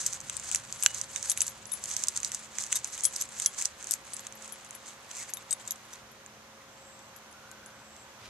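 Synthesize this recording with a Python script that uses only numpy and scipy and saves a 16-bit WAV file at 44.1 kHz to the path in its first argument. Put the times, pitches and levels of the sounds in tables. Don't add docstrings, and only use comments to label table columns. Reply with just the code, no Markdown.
import sys
import numpy as np
from scipy import signal
from scipy.fft import rfft, irfft, next_fast_len
from scipy.io import wavfile
from scipy.ndimage import uniform_filter1d

SR = 44100
rng = np.random.default_rng(int(sys.argv[2]) if len(sys.argv) > 2 else 0)


def boost_factor(decibels):
    exponent = np.asarray(decibels, float) / 20
    return 10 ** exponent


def unload_audio(sound):
    columns = np.transpose(np.atleast_2d(sound))
    steps = np.round(np.clip(columns, -1, 1) * 32767)
    wavfile.write(sys.argv[1], SR, steps.astype(np.int16))


N = 365588
T = np.arange(N) / SR
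OPPOSITE = np.array([[1], [-1]])


def level(x, rms_db):
    return x * boost_factor(rms_db) / np.sqrt(np.mean(x ** 2))


def peak(x, hz, width_hz):
    return signal.lfilter(*signal.iirpeak(hz, hz / width_hz, SR), x)


def band(x, lo_hz, hi_hz):
    return signal.sosfilt(signal.butter(2, [lo_hz, hi_hz], "band", fs=SR, output="sos"), x)


def low(x, hz, order):
    return signal.sosfilt(signal.butter(order, hz, fs=SR, output="sos"), x)


def sides(pan_db):
    gains = boost_factor(np.array([pan_db, -pan_db]) / 2)
    return 2 * gains / gains.sum(axis=0)


def quieter_right(pan_db):
    return boost_factor(np.array([[0], [-pan_db]]))


def late_left(x, samples):
    return np.array([np.roll(x[0], samples), x[1]])


def walk(rate_hz):
    hold = int(SR / rate_hz)
    steps = np.repeat(rng.standard_normal(N // hold + 1), hold)
    return 1.35 * uniform_filter1d(uniform_filter1d(steps, hold), hold)[:N]


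def curve(tables, column, rest):
    out = np.full(N, float(rest))
    for rows in map(np.array, tables):
        inside = (T >= rows[0, 0]) & (T <= rows[-1, 0])
        out[inside] = np.interp(T[inside], rows[:, 0], rows[:, column])
    return out


def add(out, start_s, sound):
    i = int(start_s * SR)
    out[..., i:i + sound.shape[-1]] += sound[..., :N - i]


def narrow(hz, width_hz, steady):
    wobble = walk(width_hz) + 1j * walk(width_hz) + steady
    return np.real(wobble * np.exp(2j * np.pi * np.cumsum(hz + 0 * T) / SR))


# pitch_hz, width_hz, level_db
LEFT_PORT = [(7600, 1050, 1.6), (5200, 3600, -11)]
RIGHT_PORT = [(6330, 850, 3.0), (4400, 3000, -12)]


def ports(x):
    rung = []
    for heard, modes in zip(x, (LEFT_PORT, RIGHT_PORT)):
        rung.append(sum(boost_factor(db) * peak(heard, hz, width_hz) for hz, width_hz, db in modes))
    return band(np.array(rung), 2600, 9100)


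# start_s, peak_db, left_minus_right_db
GRIT_TICKS = [(.0635, -14, 0), (.0667, -20, 3), (.1333, -29, -3), (.2035, -30, 0), (.2125, -34, -3),
              (.3674, -25, 9), (.5585, -16, -6), (.7255, -26, 2), (1.2275, -23, -3), (1.2979, -17, 3),
              (1.8393, -24, -4), (2.0842, -13, -4), (2.2471, -16, -1), (2.347, -19, 0), (3.0447, -19, 3),
              (3.0522, -9, 1), (3.1625, -21, -1), (3.612, -21, 0), (3.6551, -12, -3), (3.9098, -18, 9),
              (3.9196, -20, -1), (5.7079, -20, -1), (2.1635, -23, 0), (4.4235, -36, -4), (4.478, -36, 0),
              (6.992, -47, 5), (7.187, -46, 0)]
GRIT_CRACKS = [(.1277, -27, -5), (.9462, -22, -3), (1.3061, -22, 0), (1.3162, -16, -5), (1.4062, -14, -3),
               (1.4667, -28, -5), (1.4799, -24, 1), (1.857, -26, -1), (1.9657, -15, -6), (2.0376, -16, -4),
               (2.0712, -26, -9), (2.1744, -18, 0), (2.8453, -23, -1), (3.0077, -28, -3), (3.0359, -21, 4),
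               (3.1591, -27, -3), (3.2117, -19, -3), (3.4208, -22, 1), (3.4606, -8, -3), (3.9332, -26, 0),
               (3.9378, -20, 5), (4.1341, -26, -1), (5.3366, -24, 6), (5.5086, -23, 8), (5.6803, -32, 8),
               (7.5143, -37, 5)]
CLOD_BREAKS = [(.3976, -30, -3), (.8254, -19, -1), (.9138, -29, 1), (1.0139, -22, -1), (1.6553, -33, -11),
               (1.7172, -27, -2), (1.7377, -29, 0), (1.9135, -24, 0), (2.2021, -29, 2), (2.2318, -22, -5),
               (2.6379, -23, -5), (2.6651, -28, -2), (2.7225, -21, 0), (2.7697, -20, 4), (3.2217, -21, 1),
               (3.6233, -20, 4), (3.6503, -22, -5), (3.8708, -29, 2), (4.1664, -30, -3), (4.5225, -33, -1),
               (5.5273, -19, 6), (5.6762, -27, 0), (5.7196, -27, -6), (5.7582, -38, -4), (5.9365, -33, 2),
               (7.1627, -39, 4)]
ROOT_TEARS = [(.2974, -20, 6), (.5146, -21, 5), (.5476, -16, 3), (.8354, -17, 3), (.8618, -9, -6),
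              (1.1609, -19, -7), (1.3747, -23, -4), (1.4175, -15, 4), (2.318, -24, 0), (2.5851, -20, -7),
              (2.7266, -12, -4), (2.9781, -27, 0), (3.2898, -35, 1), (3.3993, -19, -7), (3.6161, -22, 1),
              (3.8268, -31, -4), (3.8429, -30, -5), (4.1936, -30, -5), (4.2684, -26, 3), (4.3242, -35, -3),
              (4.4452, -37, -4), (4.647, -40, -1), (4.7085, -32, 1), (4.7503, -35, 0), (5.113, -29, -5),
              (5.3709, -34, -4), (6.2623, -38, -6), (7.3272, -44, -3), (7.6608, -39, -6), (7.965, -45, -7)]


def snaps():
    body, dull = np.zeros((2, 2, N))
    t = np.arange(900) / SR
    crumbling = np.exp(-t / .0008) + .12 * np.exp(-t / .007)
    kinds = (GRIT_TICKS, -29), (GRIT_CRACKS, -23), (CLOD_BREAKS, -17), (ROOT_TEARS, -11)
    for rows, dull_db in kinds:
        for start_s, peak_db, pan_db in rows:
            mid, side = rng.standard_normal((2, len(t)))
            burst = .34 * (mid + .46 * side * OPPOSITE) * crumbling
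            burst[:, 0] += 1
            burst = burst * boost_factor(peak_db)
            add(body, start_s, burst * sides(pan_db)[:, None])
            add(dull, start_s, burst * boost_factor(dull_db))
    ringing = band(ports(body), 3900, 15000)
    dull = band(dull, 1900, 5200)
    sharp = low(band(body, 9300, 15000), 14300, order=12) * sides(10.5)[:, None]
    return boost_factor(18.5) * ringing + boost_factor(21) * dull + boost_factor(-8) * sharp


# fullest_s, level_db, swell_over_18db_s, fall_by_18db_s
PAW_STROKES = [(.073, -37, .15, .12), (.33, -46, .16, .4), (.556, -36, .19, .06), (.869, -43, .3, .075),
               (.967, -38, .06, .12), (1.161, -45, .13, .6), (1.307, -35, .087, .045),
               (1.426, -38, .1, .14), (1.731, -48, .1, .4), (1.923, -38, .13, .3), (2.087, -44, .2, .12),
               (2.167, -41, .08, .06), (2.24, -39, .06, .12), (2.346, -43, .6, .16), (2.598, -37, .07, .11),
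               (2.758, -38, .09, .08), (2.949, -45, .3, .4), (3.053, -38, .06, .08),
               (3.225, -36, .12, .035), (3.455, -36, .14, .05), (3.645, -41, .21, .05),
               (3.928, -43, .195, .06), (4.185, -52, .25, .09), (4.441, -56, .32, 1.1),
               (4.858, -50, .06, .16), (5.175, -41, .1, .12), (5.523, -47, .045, .035),
               (5.671, -56, .2, .3), (5.94, -55, .07, .07)]
# start_s, level_db
SETTLING = [
    (0, -58),
    (3.9, -59),
    (4.1, -66),
    (5.4, -62),
    (6.0, -80),
    (8.29, -80),
]


def digging():
    out = curve([SETTLING], 1, -120)
    for full_s, db, swell_s, fall_s in PAW_STROKES:
        before = (full_s - T) / max(swell_s, .01)
        after = (T - full_s) / max(fall_s, .01)
        out = np.maximum(out, db - 18 * np.maximum(before, after))
    return out


def grit(per_second, scatter_db, smooth):
    size = boost_factor(scatter_db * np.minimum(rng.exponential(size=(2, N)), 3.5))
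    size = size * (rng.random((2, N)) < per_second / SR)
    grains = level(size * rng.uniform(-1, 1, (2, N)), 0) + smooth * rng.standard_normal((2, N))
    return grains[0] + .4 * grains[1] * OPPOSITE


# pitch_hz, ring_time_share, left_minus_right_db, longest_ring_s
FIRST_TAG = (10085, 1.05, 12, .1)
SECOND_TAG = (11560, 1.15, 15, .1)


def soil():
    drag_ref_db, drag_slope, spray_ref_db = -52, .48, -42
    scuff_s, scuff_db, scuff_db_per_s = 8.255, -54, 200
    grains = grit(2200., scatter_db=3.8, smooth=.5) * boost_factor(3.8 * walk(60))
    other = grit(900., scatter_db=3.0, smooth=.8)
    fine = level(band(grains, 10800, 15500), -20) * sides(7.5)[:, None]
    bright = level(ports(grains), 3.0) + fine
    dull = level(band(other + 1.3 * grains, 1050, 5200), 5.2)

    spray_db = digging()
    drag_db = drag_ref_db + drag_slope * (spray_db - spray_ref_db)

    jolts = (rng.random((2, N)) < 32 / SR) * rng.standard_normal((2, N))
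    jingle = level(peak(jolts[0], FIRST_TAG[0], 50.), -16) + level(peak(jolts[1], SECOND_TAG[0], 50.), -19)
    jingle = jingle * quieter_right(FIRST_TAG[2])
    jingle = jingle * boost_factor(12 + 1.4 * (drag_db - drag_ref_db) + drag_ref_db)

    drag_db = np.maximum(drag_db, scuff_db - scuff_db_per_s * np.abs(T - scuff_s))
    return low(boost_factor(spray_db) * bright + boost_factor(drag_db) * dull + jingle, 14000, order=30)


def ring(hz, db, t60_s, length_s, blow_cycles=3.5):
    t = np.arange(int(min(length_s, t60_s) * SR) + 60) / SR
    choke = np.clip((t[-1] - t) / .0012, 0, 1)
    onset = np.minimum(t * hz / blow_cycles, 1)
    return boost_factor(db - 60 * t / t60_s) * choke * onset * np.sin(2 * np.pi * hz * t)


# pitch_hz, ring_time_share, left_minus_right_db, longest_ring_s
CLASP_MODE = (8186, 2.5, 9, .009)
LOWER_RING = (3270, 1.3, -1, .04)
HIGHER_RING = (3700, .9, -1, .022)
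# start_s, left_peak_db, fall_by_16db_s
FIRST_TAG_BLOWS = [(.368, -44, .009), (.5477, -34, .019), (.8263, -42, .032), (.8352, -30, .014),
                   (1.2866, -44, .049), (1.298, -28, .029), (1.3166, -32, .009), (1.3752, -36, .017),
                   (1.4167, -27, .016), (1.4668, -42, .018), (1.6676, -44, .016), (1.7193, -27, .009),
                   (1.7311, -29, .022), (1.8392, -42, .013), (2.7562, -36, .009), (3.0369, -29, .04),
                   (3.0526, -22, .02), (3.1628, -42, .012), (3.221, -39, .011), (3.4602, -27, .02),
                   (3.9098, -39, .011), (3.9224, -43, .013), (4.1365, -37, .013), (4.1669, -46, .012),
                   (4.5229, -40, .02), (4.7502, -48, .02), (5.3371, -42, .029), (5.5275, -40, .018),
                   (7.311, -58, .02), (7.6615, -52, .019)]
# start_s, peak_db
SECOND_TAG_BLOWS = [(.0634, -39.5), (.8041, -50), (.8352, -37), (.8729, -46), (1.3166, -37), (1.3752, -46),
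                    (1.4668, -47), (1.4942, -45), (1.9662, -49), (2.7562, -35), (3.0526, -45),
                    (3.1628, -49), (3.2119, -35), (3.9098, -31), (3.9224, -45), (3.9386, -41),
                    (4.2031, -50), (4.3524, -51), (4.5229, -49), (4.7502, -48), (5.2993, -47),
                    (5.3371, -42), (5.3702, -44), (5.5091, -43), (5.6765, -51), (5.7079, -32), (5.933, -55),
                    (6.115, -57), (7.1629, -50), (7.514, -58)]
CLASP_HITS = [(.368, -38), (.8263, -28), (1.298, -26), (1.3166, -35), (1.4167, -31), (2.7562, -27),
              (3.0369, -32), (3.0526, -25), (3.1628, -39), (3.9098, -30), (3.9224, -38), (4.1365, -36),
              (5.5091, -25), (5.5275, -24)]
LOWER_RING_BLOWS = [
    (1.298, -48),
    (3.0369, -48),
    (3.0526, -44),
    (3.4602, -41),
    (4.5229, -55),
    (5.7079, -52),
]
HIGHER_RING_BLOWS = [(1.16, -41), (1.3166, -44), (1.3752, -55), (1.4167, -45), (1.7193, -46), (2.7562, -36),
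                     (5.3702, -44), (5.5091, -46), (5.5275, -44), (5.6765, -50), (5.7079, -47),
                     (5.933, -56)]
# start_s, pitch_hz, level_db, t60_s
STRUCK_STONES = [
    (.866, 2915, -43, .4),
    (.864, 790, -46, .1),
    (.8618, 1600, -13, .011),
    (.8618, 2850, -10, .009),
    (.8618, 4400, -15, .006),
    (2.726, 2100, -32, .012),
    (5.932, 6050, -36, .03),
    (6.262, 1650, -42, .01),
]


def collar():
    shake_db = -10

    def timed(rows, fall_s):
        return [(start_s, db, fall_s) for start_s, db in rows]

    second = timed(SECOND_TAG_BLOWS, .013)
    # mode, blows, lift_db
    parts = ((FIRST_TAG, FIRST_TAG_BLOWS, 8.5),
             (SECOND_TAG, second, 10.5),
             (FIRST_TAG, second, shake_db + 7),
             (SECOND_TAG, FIRST_TAG_BLOWS, shake_db + 4),
             (CLASP_MODE, timed(CLASP_HITS, .016), 6),
             (LOWER_RING, timed(LOWER_RING_BLOWS, .022), 4),
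             (HIGHER_RING, timed(HIGHER_RING_BLOWS, .016), 5))
    contacts_s = np.sort([row[0] for _, rows, _ in parts for row in rows] + [N])
    out = np.zeros((2, N))
    for (hz, share, pan_db, free_s), rows, lift_db in parts:
        for start_s, db, fall_s in rows:
            detune = 1 + .0015 * rng.standard_normal()
            gap_s = contacts_s[contacts_s > start_s + .005][0] - start_s
            t60_s = share * max(fall_s, .003) * 60 / 16
            tone = ring(hz * detune, db + lift_db, t60_s, min(gap_s, free_s))
            add(out, start_s, quieter_right(pan_db) * tone)
    for start_s, hz, db, t60_s in STRUCK_STONES:
        add(out, start_s, ring(hz, db, t60_s, .075, blow_cycles=.4))
    return band(out, 900, 14500)


# start_s, pitch_hz, level_db
NOSE_PUFF = [
    (5.11, 2600, -70),
    (5.18, 2450, -53),
    (5.215, 2100, -50),
    (5.26, 1500, -65),
]


def snort():
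    return boost_factor(curve([NOSE_PUFF], 2, -120)) * narrow(curve([NOSE_PUFF], 1, 2000), 800., .1)


# start_s, level_db, pitch_hz
INSECT_CALLS = [
    [(6.68, -71, 7620), (6.9, -61, 7620), (7.1, -69, 7640)],
    [(7.74, -71, 7650), (8.018, -60.5, 7660), (8.1, -81, 7600)],
]


def insect():
    hz = curve(INSECT_CALLS, 2, 7000)
    buzz = narrow(hz, 700., .1) + boost_factor(-8) * narrow(1.09 * hz, 500., .1)
    return boost_factor(curve(INSECT_CALLS, 1, -120)) * buzz * sides(5.0)[:, None]


# pitch_hz, level_db, width_hz
HUM_LINES = [(216, -67.5, 6), (539, -66.5, 4), (119.2, -72.5, 12)]
# start_s, pitch_hz, level_db
FAR_WHINE = [
    (7.2, 1400, -72),
    (7.3, 1430, -62),
    (7.75, 1530, -61),
    (7.92, 1500, -72),
]
# start_s, level_db
LORRY_RUMBLE = [
    (0.0, -56.5),
    (4.39, -69.5),
    (8.17, -67),
    (8.29, -56),
]


def machines():
    hum = sum(boost_factor(db - 7.5) * narrow(hz, 1. 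* width_hz, 3.2) for hz, db, width_hz in HUM_LINES)
    whine = boost_factor(curve([FAR_WHINE], 2, -120) + 1.2) * narrow(curve([FAR_WHINE], 1, 1500), 330., .2)
    rumble = level(band(rng.standard_normal(N), 61, 152), -1.4)
    return hum + whine + boost_factor(curve([LORRY_RUMBLE], 1, -120)) * rumble


# pitch_hz, level_db_per_hz
TOWN_SPECTRUM = [(18, -48), (40, -17), (190, -13), (500, -11), (1060, -7.5), (1900, -12.5), (3000, -16),
                 (4900, -20), (6300, -15.5), (8000, -24), (9500, -28), (14150, -29), (14300, -70)]
# pitch_hz, likeness_0_to_1
TOWN_LIKENESS = [(60, 0.63), (130, 0.87), (290, 0.84), (640, 0.8), (1410, 0.61), (3100, 0), (6820, 0.19),
                 (15000, 0)]
# pitch_hz, left_minus_right_db
TOWN_LEAN = [(60, -6), (110, -3), (200, -0.5), (380, 0), (700, -1.0), (1290, -1.5), (2380, -2),
             (4400, -4.0), (8120, 3), (15000, -0.5)]


def town():
    size = next_fast_len(N)
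    log_hz = np.log(np.arange(size // 2 + 1) * SR / size + 1)

    def read(table):
        hz, value = np.array(table).T
        return np.interp(log_hz, np.log(hz), value)

    alike = np.clip(read(TOWN_LIKENESS), 0, 1)
    mid, side = rfft(rng.standard_normal((2, size)))
    pair = np.sqrt(1 + alike) * mid + np.sqrt(1 - alike) * side * OPPOSITE
    pair = boost_factor(read(TOWN_SPECTRUM)) * sides(read(TOWN_LEAN)) * pair
    wash = irfft(pair, size)[:, :N]
    bass = low(wash, 900, order=2)
    treble = wash - bass
    return level(bass * boost_factor(.4 * walk(1.5)) + treble * boost_factor(.4 * walk(4.0)), -52.5)


def scene():
    near = late_left(snaps() + soil() + collar() + snort(), samples=1)
    return near + insect() + machines() + late_left(town(), samples=4)


def top_cut(x):
    return signal.sosfilt(signal.butter(12, 16480, fs=SR, output="sos"), x)


def record(dry):
    return top_cut(dry)


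dry = scene()
out = record(dry)
unload_audio(out)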